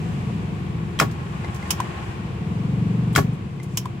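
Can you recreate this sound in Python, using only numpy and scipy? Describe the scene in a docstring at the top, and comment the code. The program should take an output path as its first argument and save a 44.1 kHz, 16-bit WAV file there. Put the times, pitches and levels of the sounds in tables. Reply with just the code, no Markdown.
"""A spring desoldering pump on a circuit board, close to a stereo pair in a small workshop.
Street wash, a faint hum and an idling engine lie behind it throughout. At 1 s the pump fires: the
catch slips, the piston slams into its stop, the recoil knocks board and bench. At 1.7 s it is
cocked: the catch snaps in, and the rod knocks back as the thumb lets go. The engine picks up at
2.4 s, the pump fires again at 3.2 s, the engine drops back, and a second cocking follows at 3.8 s."""
import sys
import numpy as np
from scipy import signal
from scipy.fft import rfft, irfft, next_fast_len
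from scipy.io import wavfile
from scipy.ndimage import map_coordinates

SR = 44100
rng = np.random.default_rng(int(sys.argv[2]) if len(sys.argv) > 2 else 0)


def output_pcm(signal):
    """Save a mono or channel-first signal as 16-bit PCM at the path in sys.argv[1].

    Samples are clipped to [-1, 1] before scaling.
    """
    pcm = np.clip(np.atleast_2d(signal).T, -1, 1) * 32767
    wavfile.write(sys.argv[1], SR, np.round(pcm).astype(np.int16))


N = 176400

# Levels in the tables are relative; spectra give density per hertz.
# shots: slam_s, slam_db, catch_db, crack_over_ring_db, ping_db, thud_db, shiver_db
SHOTS = [(0.9987, -9.5, -24, 5, -12.5, -13, -27), (3.16, -7.5, -24, -0.5, -19.5, -7.5, -22.5)]
# nozzle kicks after a slam, catch snaps, rod knocks, light nozzle taps: start_s, level_db
RECOILS = [(1.0108, -11), (1.0198, -14), (1.027, -17), (3.171, -14.5), (3.178, -10.5), (3.1852, -12.5)]
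LATCHES = [(1.7052, -13), (3.772, -16.5)]
KNOCKS = [(1.8016, -10), (3.8556, -19.5)]
TAPS = [(1.4453, -26), (1.626, -30), (3.5995, -32)]
# handling ticks: start_s, level_db, pitch_hz, t60_s
TICKS = [(1.112, -43.5, 5650, 0.08), (1.545, -39, 7360, 0.055), (1.56, -43, 6000, 0.07),
         (3.129, -45.5, 8850, .1), (3.33, -56, 9000, 0.17), (3.63, -43.5, 7750, 0.091)]
# what each struck part rings with: pitch_hz, level_db, t60_s
CATCH_MODES = [(1125, 2, 0.029), (3240, 10, 0.024), (3900, 3, 0.018)]
BARREL_MODES = [(1117, -3.5, 0.023), (1440, -2, 0.022), (1780, -1, 0.016), (2190, -0.5, 0.022),
                (3220, -6, 0.02), (3860, -14, .03), (5920, -13, 0.028), (6950, -16, 0.03), (7700, -15, .03)]
SPRING_PING_MODES = [(5145, 0, 0.038)]
THUD_MODES = [(88.7, -6, 0.15), (140, 1, 0.19), (242, -13.5, 0.33)]
BENCH_MODES = [(269, -12, 0.12), (397, -7, 0.12), (576, -16, 0.084), (662, -10.5, 0.066), (773, -12, 0.11),
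               (1118, -11, .08), (1290, -15, 0.047), (1400, -14, 0.053), (1710, -9, 0.052)]
SPRING_MODES = [(1050, -17, .03), (2980, -7.5, 0.026), (3250, -11, 0.026), (5430, -4.5, 0.032),
                (5900, -3.5, 0.024), (6230, -7, .028), (6570, -6.5, 0.038), (7700, -13, .05),
                (9550, -13, .03)]
ROD_MODES = [(820, -12, 0.04), (1010, 3, 0.025), (1190, -13, 0.035), (3060, -21, 0.017)]
NOZZLE_MODES = [(2070, 2, 0.032), (1960, -6, 0.0071)]
# spectra of each contact's crack and of the spring's shiver after a shot: frequency_hz, level_db
CATCH_CRACK = [(50, -40), (300, 9.5), (1000, -15), (2000, -3), (3300, -4.5), (5000, -6), (8000, -12.5),
               (10000, -16), (16000, -22)]
SLAM_CRACK = [(40, -29), (200, 11.5), (600, -15), (1300, 9.5), (2100, -1.5), (2600, 3.5), (3200, -12.5),
              (4300, -6.5), (5200, -9), (7800, -5.5), (9000, -17), (11000, -15), (15500, -17)]
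BENCH_CRACK = [(30, -39), (100, -32), (220, 1), (700, 6.5), (1800, -0.5), (3000, -8.5), (6000, -18.5),
               (9000, -20), (15500, -30)]
LATCH_CRACK = [(50, -38), (300, -43), (1000, 0.5), (1600, -13.5), (3100, 2.5), (4100, -8.5), (5500, 3),
               (6600, 1), (7800, -1), (8700, -7), (9600, -3), (12000, -5), (15500, -7.5)]
ROD_CRACK = [(60, -40), (300, -27.5), (1100, 5), (2000, -11.5), (3200, -11), (4500, -16), (7500, -15),
             (10000, -20), (15500, -25)]
TAP_CRACK = [(200, -20), (900, 9), (2200, -9), (4000, -4), (7000, -16), (14000, -37)]
SPRING_SHIVER = [(500, -39), (2500, -16), (5200, -2), (7800, 0), (8900, -15), (10700, -3.5), (13000, -5),
                 (15500, -8)]
# the pump scraping along the bench: time_s, level_db
SCRAPE_LEVEL = [(0, -58.5), (1.15, -41.5), (1.45, -38), (1.75, -36.5), (1.87, -35), (2.1, -39.5),
                (2.35, -54), (4, -89)]
# board resonances under the scrape: centre_hz, width_hz, level_db
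BOARD_RESONANCES = [(356, 173, -5), (831, 112, 2), (924, 255, -3.5), (1067, 83, 3), (1610, 1260, -8),
                    (1932, 40, -1), (2340, 310, -17.5), (4840, 2200, -13.5)]

# engine speed: time_s, firings_per_s
ENGINE_RATE = [(0, 23.3), (1.1, 23.3), (1.9, 19), (2.3, 19.9), (2.37, 16), (2.4, 16.1), (2.45, 19.8),
               (2.55, 22.4), (2.72, 23.4), (3.0, 23.6), (3.38, 23.5), (3.5, 18), (4, 19)]
# puff strength, uneven at idle and even under throttle: time_s, scatter_db
PUFF_SCATTER = [(2.3, 3), (2.4, .7), (3.3, .7), (3.5, 3)]
# rise and fall of the background layers: time_s, level_db
ENGINE_LEVEL = [(0, -29.5), (.8, -29.5), (1.2, -33.5), (2.3, -36), (2.37, -29), (2.48, -24.5),
                (2.65, -23.7), (2.85, -21), (3.1, -22.5), (3.29, -22.8), (3.45, -35), (4, -36)]
RUMBLE_LEVEL = [(0, -27.5), (.9, -29), (1.5, -32.5), (2.2, -31), (2.6, -30.5), (3.1, -28.5), (3.5, -33),
                (4, -32)]
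DRONE_LEVEL = [(0, -44), (1.2, -36.5), (2.0, -39), (2.35, -34), (2.9, -50), (4, -64)]
WASH_LEVEL = [(0, -43.5), (.33, -44), (.87, -47), (1.86, -54), (2.16, -45), (2.75, -45), (3.17, -45),
              (3.38, -47.5), (3.55, -50), (4, -48.5)]
HISS_LEVEL = [(0.0, -54.5), (0.28, -56), (0.52, -58.5), (0.8, -59), (1.55, -54.5), (1.69, -50.5),
              (1.95, -54.5), (2.06, -53.5), (2.24, -58), (3.21, -58), (3.34, -61), (3.65, -62.5),
              (3.75, -55), (4.0, -64)]
# spectra of the same layers: frequency_hz, level_db
EXHAUST_SPECTRUM = [(20, -49), (45, -36), (70, -34), (92, -15.5), (116, -1), (140, -4), (165, 0.5),
                    (187, -2.5), (210, -6), (233, -12), (250, -28), (282, -12.5), (330, -29.5),
                    (450, -23.5), (600, -40), (2000, -89)]
RUMBLE_SPECTRUM = [(20, -9), (45, -16), (65, -6.5), (120, 5.5), (170, 0), (215, -4), (270, -14.5),
                   (400, -15.5), (550, -28.5), (1500, -59)]
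DRONE_SPECTRUM = [(20, -11), (48, -19), (64, 3), (90, 3), (130, -7), (300, -42), (1000, -77)]
WASH_SPECTRUM = [(260, -13.5), (450, -0.5), (556, -9.5), (634, -10.5), (723, -2.5), (783, -8.5),
                 (1110, -5.5), (1240, -11.5), (1840, -14.5), (2210, -14), (2450, -12.5), (3700, -22),
                 (5000, -30), (6500, -39), (11000, -120)]
HISS_SPECTRUM = [(2650, -52), (4500, -1), (5800, -1), (6500, -1), (7400, 1), (8100, -1.5), (8900, -6),
                 (11200, -9), (13900, -19), (16000, -26)]
# workshop hum: pitch_hz, level_db
HUM_TONES = [(346, -44), (1120, -57)]

# workshop reverberation: frequency_hz, t60_s
ROOM_DECAY = [(150, 0.25), (1000, .17), (4000, 0.18), (8000, 0.085), (15000, 0.15)]
# likeness of cracks and of sustained noise at the two microphones: frequency_hz, correlation
CRACK_LIKENESS = [(150, 0.91), (700, 0.58), (2500, 0.22), (6000, 0.051)]
AIR_LIKENESS = [(60, 0.99), (99, 1), (160, 0.88), (270, 0.83), (450, 0.39), (740, 0.11), (1220, -0.25),
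                (2010, 0.011), (3330, 0.15), (5500, -0.12), (9080, 0.00033), (15000, -0.059)]
# balance across the pair: frequency_hz, left_minus_right_db
PUMP_BALANCE = [(130, 1.5), (600, 1.6), (1200, 2.6), (3000, 2.6), (5500, -4), (9500, .3), (13000, -2.7)]
BACKGROUND_BALANCE = [(60, 0.5), (130, 1.0), (290, 3.0), (640, 1.0), (1410, 2.5), (3100, 2.5), (6820, -0.5),
                      (15000, 0.5)]

CATCH_SLIP_S, THUD_DELAY_S = 0.0092, 0.00995  # before and after the slam
BOUNCE_S, BOUNCE_DB = 0.0071, -17  # the catch bounces once as it latches
PICKUP_S = 2.362  # the engine picks up on a firing here
ROOM_DB, LOW_CUT_HZ, TOP_HZ = -12.5, 41, 15700


def firing():
    """The catch slips, the piston slams home, the nozzle rattles on the board and the bench thuds."""
    out = np.zeros((2, N))
    for s, slam_db, catch_db, crack_db, ping_db, thud_db, shiver_db in SHOTS:
        catch = ring(CATCH_MODES, spread=0.51) + amp(1.5) * crack(CATCH_CRACK, t60=0.075)
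        add(out, s - CATCH_SLIP_S, amp(catch_db) * catch)
        barrel = ring(BARREL_MODES, spread=0.9, attack=0.0012)
        add(out, s, amp(slam_db) * (barrel + amp(crack_db) * crack(SLAM_CRACK, t60=0.028)))
        add(out, s, amp(ping_db) * ring(SPRING_PING_MODES, spread=0.75))
        add(out, s, amp(shiver_db) * crack(SPRING_SHIVER, t60=0.16))
        add(out, s + THUD_DELAY_S, amp(thud_db) * ring(THUD_MODES, spread=0.23, attack=0.012))
    for s, db in RECOILS:
        kick = ring(BENCH_MODES, spread=0.75) + amp(-3) * crack(BENCH_CRACK, t60=0.045)
        add(out, s, amp(db) * kick)
    return out


def cocking():
    """The catch snaps in and rings the spring; the rod then knocks back, hollow and short."""
    out = np.zeros((2, N))
    for s, db in LATCHES:
        snap = ring(SPRING_MODES, spread=4.8) + amp(1) * crack(LATCH_CRACK, t60=0.055)
        add(out, s, amp(db) * snap)
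        add(out, s + BOUNCE_S, amp(db + BOUNCE_DB) * crack(LATCH_CRACK, t60=0.038))
    for s, db in KNOCKS:
        knock = ring(ROD_MODES, spread=0.43) + amp(-10) * crack(ROD_CRACK, t60=0.033)
        add(out, s, amp(db) * knock)
    return out


def handling():
    """Moving the pump makes a faint scrape through the board, light ticks and nozzle taps."""
    def board(hz):
        return sum((-1) ** k * amp(db) * 1j * hz * width / (centre ** 2 - hz ** 2 + 1j * hz * width)
                   for k, (centre, width, db) in enumerate(BOARD_RESONANCES))

    rub = noise([(120, -40), (320, 4.5), (2800, -1.5), (6000, -19)])
    out = unit(filtered(rub, board)) * amp(curve(SCRAPE_LEVEL) + 1.4 * wobble(60))
    for s, db, hz, t60 in TICKS:
        spectrum = [(hz / 20, -50), (hz / 2, -7), (hz, 0), (hz * 2, -11)]
        add(out, s, amp(db) * crack(spectrum, t60))
    for s, db in TAPS:
        tap = ring(NOZZLE_MODES, spread=0.3) + amp(-2.5) * crack(TAP_CRACK, t60=0.018)
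        add(out, s, amp(db) * tap)
    return out


def ring(modes, spread, attack=0.0015):
    """A struck part's damped modes; each reaches the microphones up to spread radians early or late."""
    t = np.arange(SR // 2) / SR
    sides = np.array([[1], [-1]])
    tones = 0
    for hz, db, t60 in modes:
        envelope = amp(db + rng.normal(0, 1)) * decay(t, t60)
        phase = sides * spread * (2 * rng.random() - 1)
        tones += envelope * np.sin(2 * np.pi * hz * t + phase)
    return tones * (1 - np.exp(-t / attack))


def crack(spectrum, t60, attack=0.0006):
    """The noisy burst of a contact."""
    t = np.arange(SR // 2) / SR
    return noise(spectrum, CRACK_LIKENESS, len(t)) * decay(t, t60) * (1 - np.exp(-t / attack))


def engine():
    """One exhaust puff per firing; the throb grows louder and steadier as the engine picks up."""
    cycles = np.cumsum(curve(ENGINE_RATE)) / SR
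    starts = np.flatnonzero(np.diff(np.floor(cycles - cycles[round(PICKUP_S * SR)])))
    pulses = np.zeros(N)
    pulses[starts] = amp(curve(PUFF_SCATTER)[starts] * rng.standard_normal(len(starts)))
    return unit(signal.fftconvolve(pulses, puff(), "same")) * amp(curve(ENGINE_LEVEL))


def puff(size=8192, centre_hz=160, sag_hz_per_s=6800):
    """One muffled exhaust puff, centred in its window; its pitch sags as it sounds."""
    hz = np.fft.rfftfreq(size, 1 / SR)
    sag = np.exp(1j * np.pi * (hz - centre_hz) ** 2 / sag_hz_per_s)
    return np.roll(irfft(amp(along(EXHAUST_SPECTRUM, hz)) * sag), size // 2)


def street():
    """The street from indoors: rumble, a swelling drone like far traffic, wash and a thin hiss."""
    rumble = noise(RUMBLE_SPECTRUM) * amp(curve(RUMBLE_LEVEL))
    drone = noise(DRONE_SPECTRUM) * amp(curve(DRONE_LEVEL))
    wash = noise(WASH_SPECTRUM) * amp(curve(WASH_LEVEL) + 5 + 0.21 * wobble(24.3))
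    hiss = noise(HISS_SPECTRUM) * amp(curve(HISS_LEVEL) - 0.5 + 0.54 * wobble(12))
    return rumble + drone + wash + hiss


def hum(waver_db=1.5):
    """Two faint tones in the workshop, slightly unsteady in level and phase."""
    t = np.arange(N) / SR
    return sum(amp(db + waver_db * wobble(4.23)) * np.sin(2 * np.pi * hz * t + 0.5 * wobble(17))
               for hz, db in HUM_TONES)


def room(x):
    """The workshop's short, diffuse reverberation, building over a few milliseconds."""
    hz, t, bands = signal.stft(rng.standard_normal((2, SR // 2)), SR, nperseg=256)
    tail = signal.istft(bands * decay(t, along(ROOM_DECAY, hz)[:, None]), SR, nperseg=256)[1]
    tail *= 1 - np.exp(-np.arange(tail.shape[1]) / SR / 0.003)
    return signal.fftconvolve(x, tail / np.linalg.norm(tail[0]), axes=1)[:, :N]


def noise(spectrum, likeness=AIR_LIKENESS, size=N):
    """Coloured stereo noise of rms 1; likeness shares each band between mid and side."""
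    def response(hz):
        angle = np.arccos(np.clip(along(likeness, hz), -1, 1)) / 2
        return amp(along(spectrum, hz)) * [np.cos(angle), np.sin(angle)]

    mid, side = filtered(rng.standard_normal((2, size)), response)
    return unit(np.array([mid + side, mid - side]))


def panned(x, balance):
    """Tilt each band towards the left or right microphone."""
    return filtered(x, lambda hz: amp(np.array([along(balance, hz), -along(balance, hz)]) / 2))


def filtered(x, response):
    """Shape x by a response given as a function of frequency."""
    n = x.shape[-1]
    padded = next_fast_len(n + SR // 10)
    return irfft(rfft(x, padded) * response(np.fft.rfftfreq(padded, 1 / SR)), padded)[..., :n]


def add(track, s, sound):
    """Mix a sound into the track at s seconds."""
    part = track[:, round(s * SR):][:, :sound.shape[1]]
    part += sound[:, :part.shape[1]]


def along(points, hz):
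    """Interpolate (frequency_hz, value) points on a log axis."""
    frequencies, values = np.transpose(points)
    return np.interp(np.log(hz + 1), np.log(frequencies + 1), values)


def curve(rows):
    """One value per sample from (time_s, value) rows."""
    return np.interp(np.arange(N) / SR, *np.transpose(rows))


def wobble(rate):
    """A smooth random curve, rate knots a second."""
    return map_coordinates(rng.standard_normal(400), [np.arange(N) * rate / SR], mode="wrap")


def decay(t, t60):
    return np.exp(-np.log(1000) * t / t60)


def amp(db):
    return 10 ** (np.asarray(db) / 20)


def unit(x):
    return x / np.sqrt(np.mean(x ** 2) + 1e-20)


def scene():
    """The pump up close with a little room on it; engine, street and hum further off."""
    pump = firing() + cocking() + handling()
    foreground = pump + amp(ROOM_DB) * room(pump)
    background = engine() + street() + hum()
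    return panned(foreground, PUMP_BALANCE) + panned(background, BACKGROUND_BALANCE)


def record(dry):
    """The recorder thins the deep bass, rounds off the highest peaks and cuts the extreme treble."""
    thinned = signal.sosfilt(signal.butter(3, LOW_CUT_HZ, "highpass", fs=SR, output="sos"), dry)
    rounded = thinned / (1 + np.abs(thinned / 0.87) ** 6) ** (1 / 6)
    return filtered(rounded, lambda hz: 1 / np.sqrt(1 + (hz / TOP_HZ) ** 160))


dry = scene()
out = record(dry)
output_pcm(out)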